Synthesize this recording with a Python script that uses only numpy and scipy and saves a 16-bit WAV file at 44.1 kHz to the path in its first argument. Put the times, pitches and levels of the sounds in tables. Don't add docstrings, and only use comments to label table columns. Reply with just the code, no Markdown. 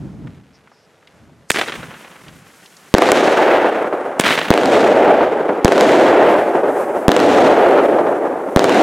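import sys
import numpy as np
from scipy import signal
from scipy.fft import rfft, irfft
from scipy.io import wavfile
from scipy.ndimage import uniform_filter1d, minimum_filter1d

SR = 44100
rng = np.random.default_rng(int(sys.argv[2]) if len(sys.argv) > 2 else 0)


def dump(signal):
    limited = np.clip(np.atleast_2d(signal).T, -1, 1)
    pcm = np.round(limited * 32767).astype(np.int16)
    wavfile.write(sys.argv[1], SR, pcm)


N = 388962
TIME = np.arange(N) / SR


# t/s, shock level/dB, push/ms, ground bounce lag/ms, near echo gain/dB,
# extra gain of the fourth house front/dB, lags of the four near fronts/s
SHELLS = [(2.9401, 26, 1.7, 9, 3, 3, (.0429, .0809, .1489, .1782)),
          (4.5044, 22.5, 1.4, 8.9, -3.5, -12, (.0345, .0722, .1297, .153)),
          (5.6465, 24, 4.5, 9.4, -2.5, -3, (.0336, .0746, .133, .1626)),
          (7.0812, 24.5, 1.7, 10.14, -2, -15, (.0362, .0837, 0.12, .1121)),
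          (8.5616, 21.5, 1.34, 10.2, -0.5, -23, (.0317, .0807, .133, .184))]

def bursts(low_hz=215, front_hz=3500, tear_db=-8, boom_db=-25, boom_hz=70, bounce_db=-10):
    out = np.zeros(N)
    for start, db, push_ms, bounce_ms, *_ in SHELLS:
        blast = cut(shock(push_ms, low_hz), front_hz, "low")
        tear = cut(scatter(1.0, 0.53), [1100, 4500], "band", order=1)
        boom = cut(scatter(1, 0), boom_hz, "low")
        bounce = cut(shock(0.75, 378), 1100, "low")
        add(out, start, peak(blast, db))
        add(out, start, peak(tear, db + tear_db))
        add(out, start, peak(boom, db + boom_db))
        add(out, start + bounce_ms / 1000, -peak(bounce, db + bounce_db))
    return out


# relative shock level/dB, relative crack level/dB
NEAR_FRONTS = [(8, -1.5), (7.5, -0.5), (3, -10.5), (3, 1)]
# lag/s, relative level/dB
DISTANT_BLOCKS = [(.704, 1), (.904, -10), (.986, -11)]

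def house_echoes(body_db=1, crack_db=6, bounce_db=-7, bounce_s=0.00969, lift_db_per_s=3):
    out = np.zeros(N)
    for start, _, _, _, echo_db, facing_db, lags in SHELLS:
        fronts_db, cracks_db = np.transpose(NEAR_FRONTS) + echo_db + np.array([0, 0, 0, facing_db])
        for lag, db in zip(lags, cracks_db):
            crack = cut(scatter(1.0, 1.0), [1000, 3200], "band", order=1)
            crack = cut(crack, 9000, "low", order=1)
            add(out, start + lag, peak(crack, db + crack_db))
        lesser_walls = [(lag, -2 - 9 * lag) for lag in rng.uniform(.2, .62, 4)]
        for lag, db in list(zip(lags, fronts_db)) + lesser_walls + DISTANT_BLOCKS:
            smear = scatter(3 + 12 * lag, 0.033 + 0.45 * lag)
            echo = signal.fftconvolve(shock(1.0, 379), smear)
            echo = peak(cut(echo, 1900 / (1 + lag), "low"), db + lift_db_per_s * lag)
            add(out, start + lag, echo * undb(body_db))
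            add(out, start + lag + bounce_s, cut(echo, 680, "low") * undb(bounce_db))
    return out


# gain/dB, treble gain/dB, late fade/(dB/s)
ROARS = [(-0.5, 6, 23.5), (2.5, 0, 25), (2.5, 1, 18), (4, -1, 18.5), (3, 1, 20)]
# f/Hz, level/dB
ROAR_NEAR = [(24, -74), (40, -49), (75, -23), (163, -10.5), (283, 3), (556, 5), (733, 2), (1040, -10),
             (1520, -11), (4030, -23.5), (4800, -29), (7000, -32), (14500, -51), (16000, -68)]
ROAR_MIDDLE = [(24, -52), (40, -32.5), (133, -21), (354, 1.5), (615, 4.5), (852, -2.5), (1070, -11.5),
               (1270, -11.5), (1850, -15.5), (3060, -26), (4930, -41.5), (13100, -55.5), (16000, -60)]
ROAR_FAR = [(24, -62), (40, -41), (90, -29), (176, -18), (320, -1.5), (516, 0.5), (770, -3.5), (1020, -12),
            (1550, -17), (2800, -34.5), (4570, -50), (10000, -52), (16000, -65)]

def rolling_echo(treble_hz=1100, clatter_db=1.77):
    clouds = [reflections(7000, 4.4), reflections(10000, 4.8), reflections(10000, 2.3)]
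    layers = [diffuse(x, spectrum) for x, spectrum in zip(clouds, (ROAR_NEAR, ROAR_MIDDLE, ROAR_FAR))]
    highpass = signal.butter(2, treble_hz, "high", fs=SR, output="sos")
    starts = [shell[0] for shell in SHELLS]
    out = np.zeros((2, N))
    for start, end, (db, treble_db, fade) in zip(starts, starts[1:] + [N / SR], ROARS):
        part = span(start, end)
        roar = ageing(layers, [.12, .6, 1.05], part)
        roar += signal.sosfiltfilt(highpass, roar) * (undb(treble_db) - 1)
        out[:, part] = roar * undb(db + roar_level(TIME[part] - start, fade))
    return out * undb(clatter_db * walk(60))


def roar_level(age, fade_db_per_s, attack_s=0.29, hold_s=0.68, sag_db_per_s=8.5, drop_s=0.12):
    rise_db = np.interp(age, [0, attack_s], [-20, -7])
    sag_db = sag_db_per_s * (np.clip(age, attack_s, hold_s) - attack_s)
    late_s = np.maximum(age - hold_s, 0)
    drop_db = 1.5 * np.minimum(late_s / drop_s, 1)
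    return rise_db - sag_db - drop_db - fade_db_per_s * late_s


# t/s, crack/dB, thump/dB, paper cap pop/dB, lead of the pop/ms,
# gas jet/dB, yard echo gain/dB
TUBE_SHOTS = [(1.5046, 14.5, 12.5, 4, 3.1, -28.5, 0.5), (4.1975, 15.5, 20.5, -7, 2.4, -39, 11)]
# lag/s, relative level/dB
YARD_WALLS = [(.0408, -8.5), (.0555, -6), (.0668, -4), (.0918, -8), (.128, -14), (.1795, -12), (.191, -17)]
# f/Hz, level/dB
TUBE_CRACK = [(150, -68), (600, -28), (1600, 13.5), (3500, 9.5), (5000, 1), (8000, 4), (12000, -5),
              (16000, -12)]
YARD_EARLY = [(59, -48), (100, -17), (229, -4.5), (283, -3.5), (524, -2), (801, -6.5), (1950, -4),
              (3780, -11), (4870, -19), (10700, -27.5), (16000, -37)]

def launches(bounce_s=.012, bounce_db=-20, slap_db=1, round_trip_s=.1085):
    out = np.zeros(N)
    flutter = [(trip * round_trip_s, -4.5 - 11 * np.log2(trip)) for trip in range(1, 8)]
    for start, crack_db, thump_db, cap_db, lead_ms, _, echo_db in TUBE_SHOTS:
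        for lag, db in [(-lead_ms / 1000, cap_db), (0, crack_db), (bounce_s, crack_db + bounce_db)]:
            crack = colour(scatter(1.3, 0.33), TUBE_CRACK)
            add(out, start + lag, peak(crack, db))
        thump = cut(shock(0.35, 190), 3300, "low")
        add(out, start, peak(thump, thump_db))
        for lag, db in YARD_WALLS + flutter:
            slap = colour(scatter(4 + 16 * lag, 0.069 + 0.5 * lag), YARD_EARLY)
            slap = cut(slap, 6500 / (1 + 2 * lag), "low")
            add(out, start + lag, peak(slap, echo_db + db + slap_db))
    return out


# f/Hz, level/dB
YARD_LATE = [(59, -45), (100, -33), (160, -1), (583, -6.5), (1520, -4), (3120, -11.5), (4470, -24.5),
             (12900, -42), (16000, -36)]

def launch_rush(sputter_db=2.28, length_s=1.45, rush_delay_s=0.047):
    layers = [diffuse(reflections(5000, 4.8), YARD_EARLY), diffuse(reflections(14000, 5.5), YARD_LATE)]
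    out = np.zeros((2, N))
    for start, *_, echo_db in TUBE_SHOTS:
        part = span(start, start + length_s)
        age = TIME[part] - start
        off_snow = undb(-28) * np.exp(-age / 0.011)
        body = undb(-24.5) * swell(age - rush_delay_s, hold_s=0.047, attack_s=0.013, release_s=0.15)
        tail = undb(-46.5) * np.exp(-age / 2.15)
        out[:, part] += ageing(layers, [.12, .4], part) * undb(echo_db) * (off_snow + body + tail)
    return out * undb(sputter_db * walk(130))


# t/s, length/s, relative level/dB, fade/(dB/s), lower edge f/Hz
SPARK_HISSES = [(1.735, 0.52, -49.5, 7.5, 3000), (2.35, .58, -54.5, -5, 2000),
                (6.294, 0.41, -44.5, 24, 5500), (6.798, 0.03, -42, 0, 8100), (6.98, 0.058, -44.5, 0, 7500),
                (7.62, .8, -42.5, 20, 6000), (8.47, 0.078, -51, 0, 7000)]
# f/Hz, level/dB
JET_HISS = [(2000, -23), (5000, 21), (9500, 19), (12500, 6), (16000, -15)]
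SPARK_FIZZ = [(3000, -2), (6000, 0.5), (9800, -2), (12000, -4.5), (15500, -16)]

def burning_powder(flicker_db=1):
    sparks = reflections(14000, 5.0)
    jets = sum(undb(jet_db) * swell(TIME - start, hold_s=0, attack_s=0.0053, release_s=0.075)
               for start, *_, jet_db, _ in TUBE_SHOTS)
    out = diffuse(sparks, JET_HISS) * jets
    fizz = diffuse(sparks, SPARK_FIZZ)
    for start, length, db, fade, hz in SPARK_HISSES:
        part = span(start - .5, start + length + .5)
        age = TIME[part] - start
        burn = undb(db - fade * np.maximum(age, 0)) * swell(age, length, attack_s=0.08, release_s=.04)
        out[:, part] += cut(fizz[:, part], hz, "high") * burn
    return out * undb(flicker_db * walk(24))


# t/s, relative level/dB, centre f/Hz
NEAR_TICKS = [(0.272, -34, 1620), (0.674, -35, 1370), (0.717, -36, 820), (1.028, -42, 1300),
              (1.073, -36, 2560), (1.295, -41, 700), (2.282, -29.5, 3070), (2.659, -33, 3600),
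              (2.767, -33, 5200)]

def snow_crunches(half_band_octaves=0.57, tick_db=1):
    out = diffuse(reflections(220, 0.91), YARD_EARLY) * undb(-62 + 2.7 * walk(7.3))
    ratio = 2 ** half_band_octaves
    for start, db, hz in NEAR_TICKS:
        tick = cut(scatter(5, 0.44), [hz / ratio, hz * ratio], "band")
        add(out, start, peak(tick, db + tick_db))
    return out


# t/s, length/s, level/dB
LOW_SWELLS = [(0, .31, -33.5), (.5, 0.027, -53), (1.22, 0.15, -50), (1.79, 0.062, -38),
              (2.276, 0.077, -44.5)]
# f/Hz, level/dB
RUMBLE_SPECTRUM = [(15, -57), (25, -31), (59, -8.5), (149, 2.5), (275, -5), (560, -24), (926, -28),
                   (1050, -34), (1200, -37), (1560, -40), (2640, -120)]

def low_rumble(breeze_db=-61.5, side_db=-14, flutter_db=1.9):
    rumble = diffuse(rng.standard_normal(N), RUMBLE_SPECTRUM)
    side = diffuse(rng.standard_normal(N), RUMBLE_SPECTRUM) * undb(side_db) * np.array([[1], [-1]])
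    swells = sum(undb(db) * swell(TIME - start, length, attack_s=0.054, release_s=0.053)
                 for start, length, db in LOW_SWELLS)
    return (rumble + side) * (undb(breeze_db) + swells) * undb(flutter_db * walk(45))


# t/s, length/s, level/dB
FUSE_SPURTS = [(.55, .012, -57), (.73, 0.12, -64)]

def fuse(band_hz=(4500, 5700), edge_s=.012):
    sizzle = cut(rng.standard_normal(N), band_hz, "band")
    spurts = sum(undb(db) * swell(TIME - start, length, edge_s, edge_s)
                 for start, length, db in FUSE_SPURTS)
    return sizzle / np.std(sizzle) * spurts


# f/Hz, level/dB
NIGHT_SPECTRUM = [(24, -51), (40, -37), (147, -18), (433, 1), (491, 1), (1070, -7), (1410, -6),
                  (3300, -17), (4930, -20), (6490, -21), (12500, -30), (16000, -54)]

def night_air(level_db=-55, waver_db=1.0):
    return diffuse(rng.standard_normal(N), NIGHT_SPECTRUM) * undb(level_db + waver_db * walk(8.1))


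# f/Hz, side minus mid level/dB
STEREO_WIDTH = [(60, -14), (300, -29.5), (1000, -21), (4000, -14), (14000, -22)]

def diffuse(x, spectrum):
    mid = colour(x, spectrum)
    side = colour(colour(x * rng.standard_normal(N), spectrum), STEREO_WIDTH)
    return np.array([mid + side, mid - side]) / np.std(mid)


def near(x, side_db, taps=64):
    paths = rng.standard_normal(taps)
    difference = np.convolve(x, paths / np.linalg.norm(paths))[:N]
    side = colour(difference, STEREO_WIDTH) * undb(side_db)
    return np.array([x + side, x - side])


def shock(push_ms, low_hz, size=4096):
    age = np.arange(size) / SR * 1000 / push_ms
    return cut((1 - age) * np.exp(-age), low_hz, "high", order=3)


def scatter(decay_ms, roughness, size=4096):
    x = roughness * rng.standard_normal(size) * np.exp(-np.arange(size) / SR * 1000 / decay_ms)
    x[0] += 1
    return x


def reflections(per_s, spread_db):
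    impulses = (rng.random(N) < per_s / SR) * rng.choice([-1, 1], N)
    return impulses * undb(spread_db * np.clip(rng.standard_normal(N), -2, 2))


def ageing(layers, ages_s, part):
    age = TIME[part] - TIME[part][0]
    return sum(x[:, part] * np.interp(age, ages_s, row) for x, row in zip(layers, np.eye(len(ages_s))))


def swell(age, hold_s, attack_s, release_s):
    return np.exp(np.clip(np.minimum(age / attack_s, (hold_s - age) / release_s), -20, 0))


def walk(rate_hz):
    hold = int(SR / rate_hz)
    steps = np.repeat(rng.standard_normal(N // hold + 1), hold)[:N]
    return 1.52 * uniform_filter1d(steps, hold)


def colour(x, spectrum, size=4096):
    hz, db = np.transpose(spectrum)
    bins = np.maximum(np.arange(size // 2 + 1) * SR / size, 1)
    gain = undb(np.interp(np.log(bins), np.log(hz), db))
    cepstrum = irfft(np.log(gain))
    cepstrum[1:size // 2] *= 2
    cepstrum[size // 2 + 1:] = 0
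    return signal.oaconvolve(x, irfft(np.exp(rfft(cepstrum))))[:len(x)]


def cut(x, hz, kind, order=2):
    sections = signal.butter(order, np.minimum(hz, SR / 2 - 1000), kind, fs=SR, output="sos")
    return signal.sosfilt(sections, x)


def undb(db):
    return 10 ** (np.asarray(db) / 20)


def peak(x, db):
    return x * undb(db) / np.abs(x).max()


def add(out, start_s, x):
    i = int(start_s * SR)
    out[..., i:i + len(x)] += x[:max(N - i, 0)]


def span(start_s, end_s):
    return slice(max(int(start_s * SR), 0), int(end_s * SR))


def scene():
    centre = near(bursts() + house_echoes() + launches(), side_db=-3.5)
    fireworks = centre + rolling_echo() + launch_rush() + burning_powder()
    return fireworks + night_air() + low_rumble() + fuse() + snow_crunches()


def record(dry, ceiling=0.88, range_db=-6, window=300, top_hz=15900):
    needed_gain = np.clip(ceiling / (np.abs(dry).max(axis=0) + 1e-9), undb(range_db), 1)
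    gain = uniform_filter1d(minimum_filter1d(needed_gain, window), window)
    clipped = np.clip(dry * gain, -1, 1)
    return signal.sosfilt(signal.ellip(8, .2, 60, top_hz, fs=SR, output="sos"), clipped)


dry = scene()
out = record(dry)
dump(out)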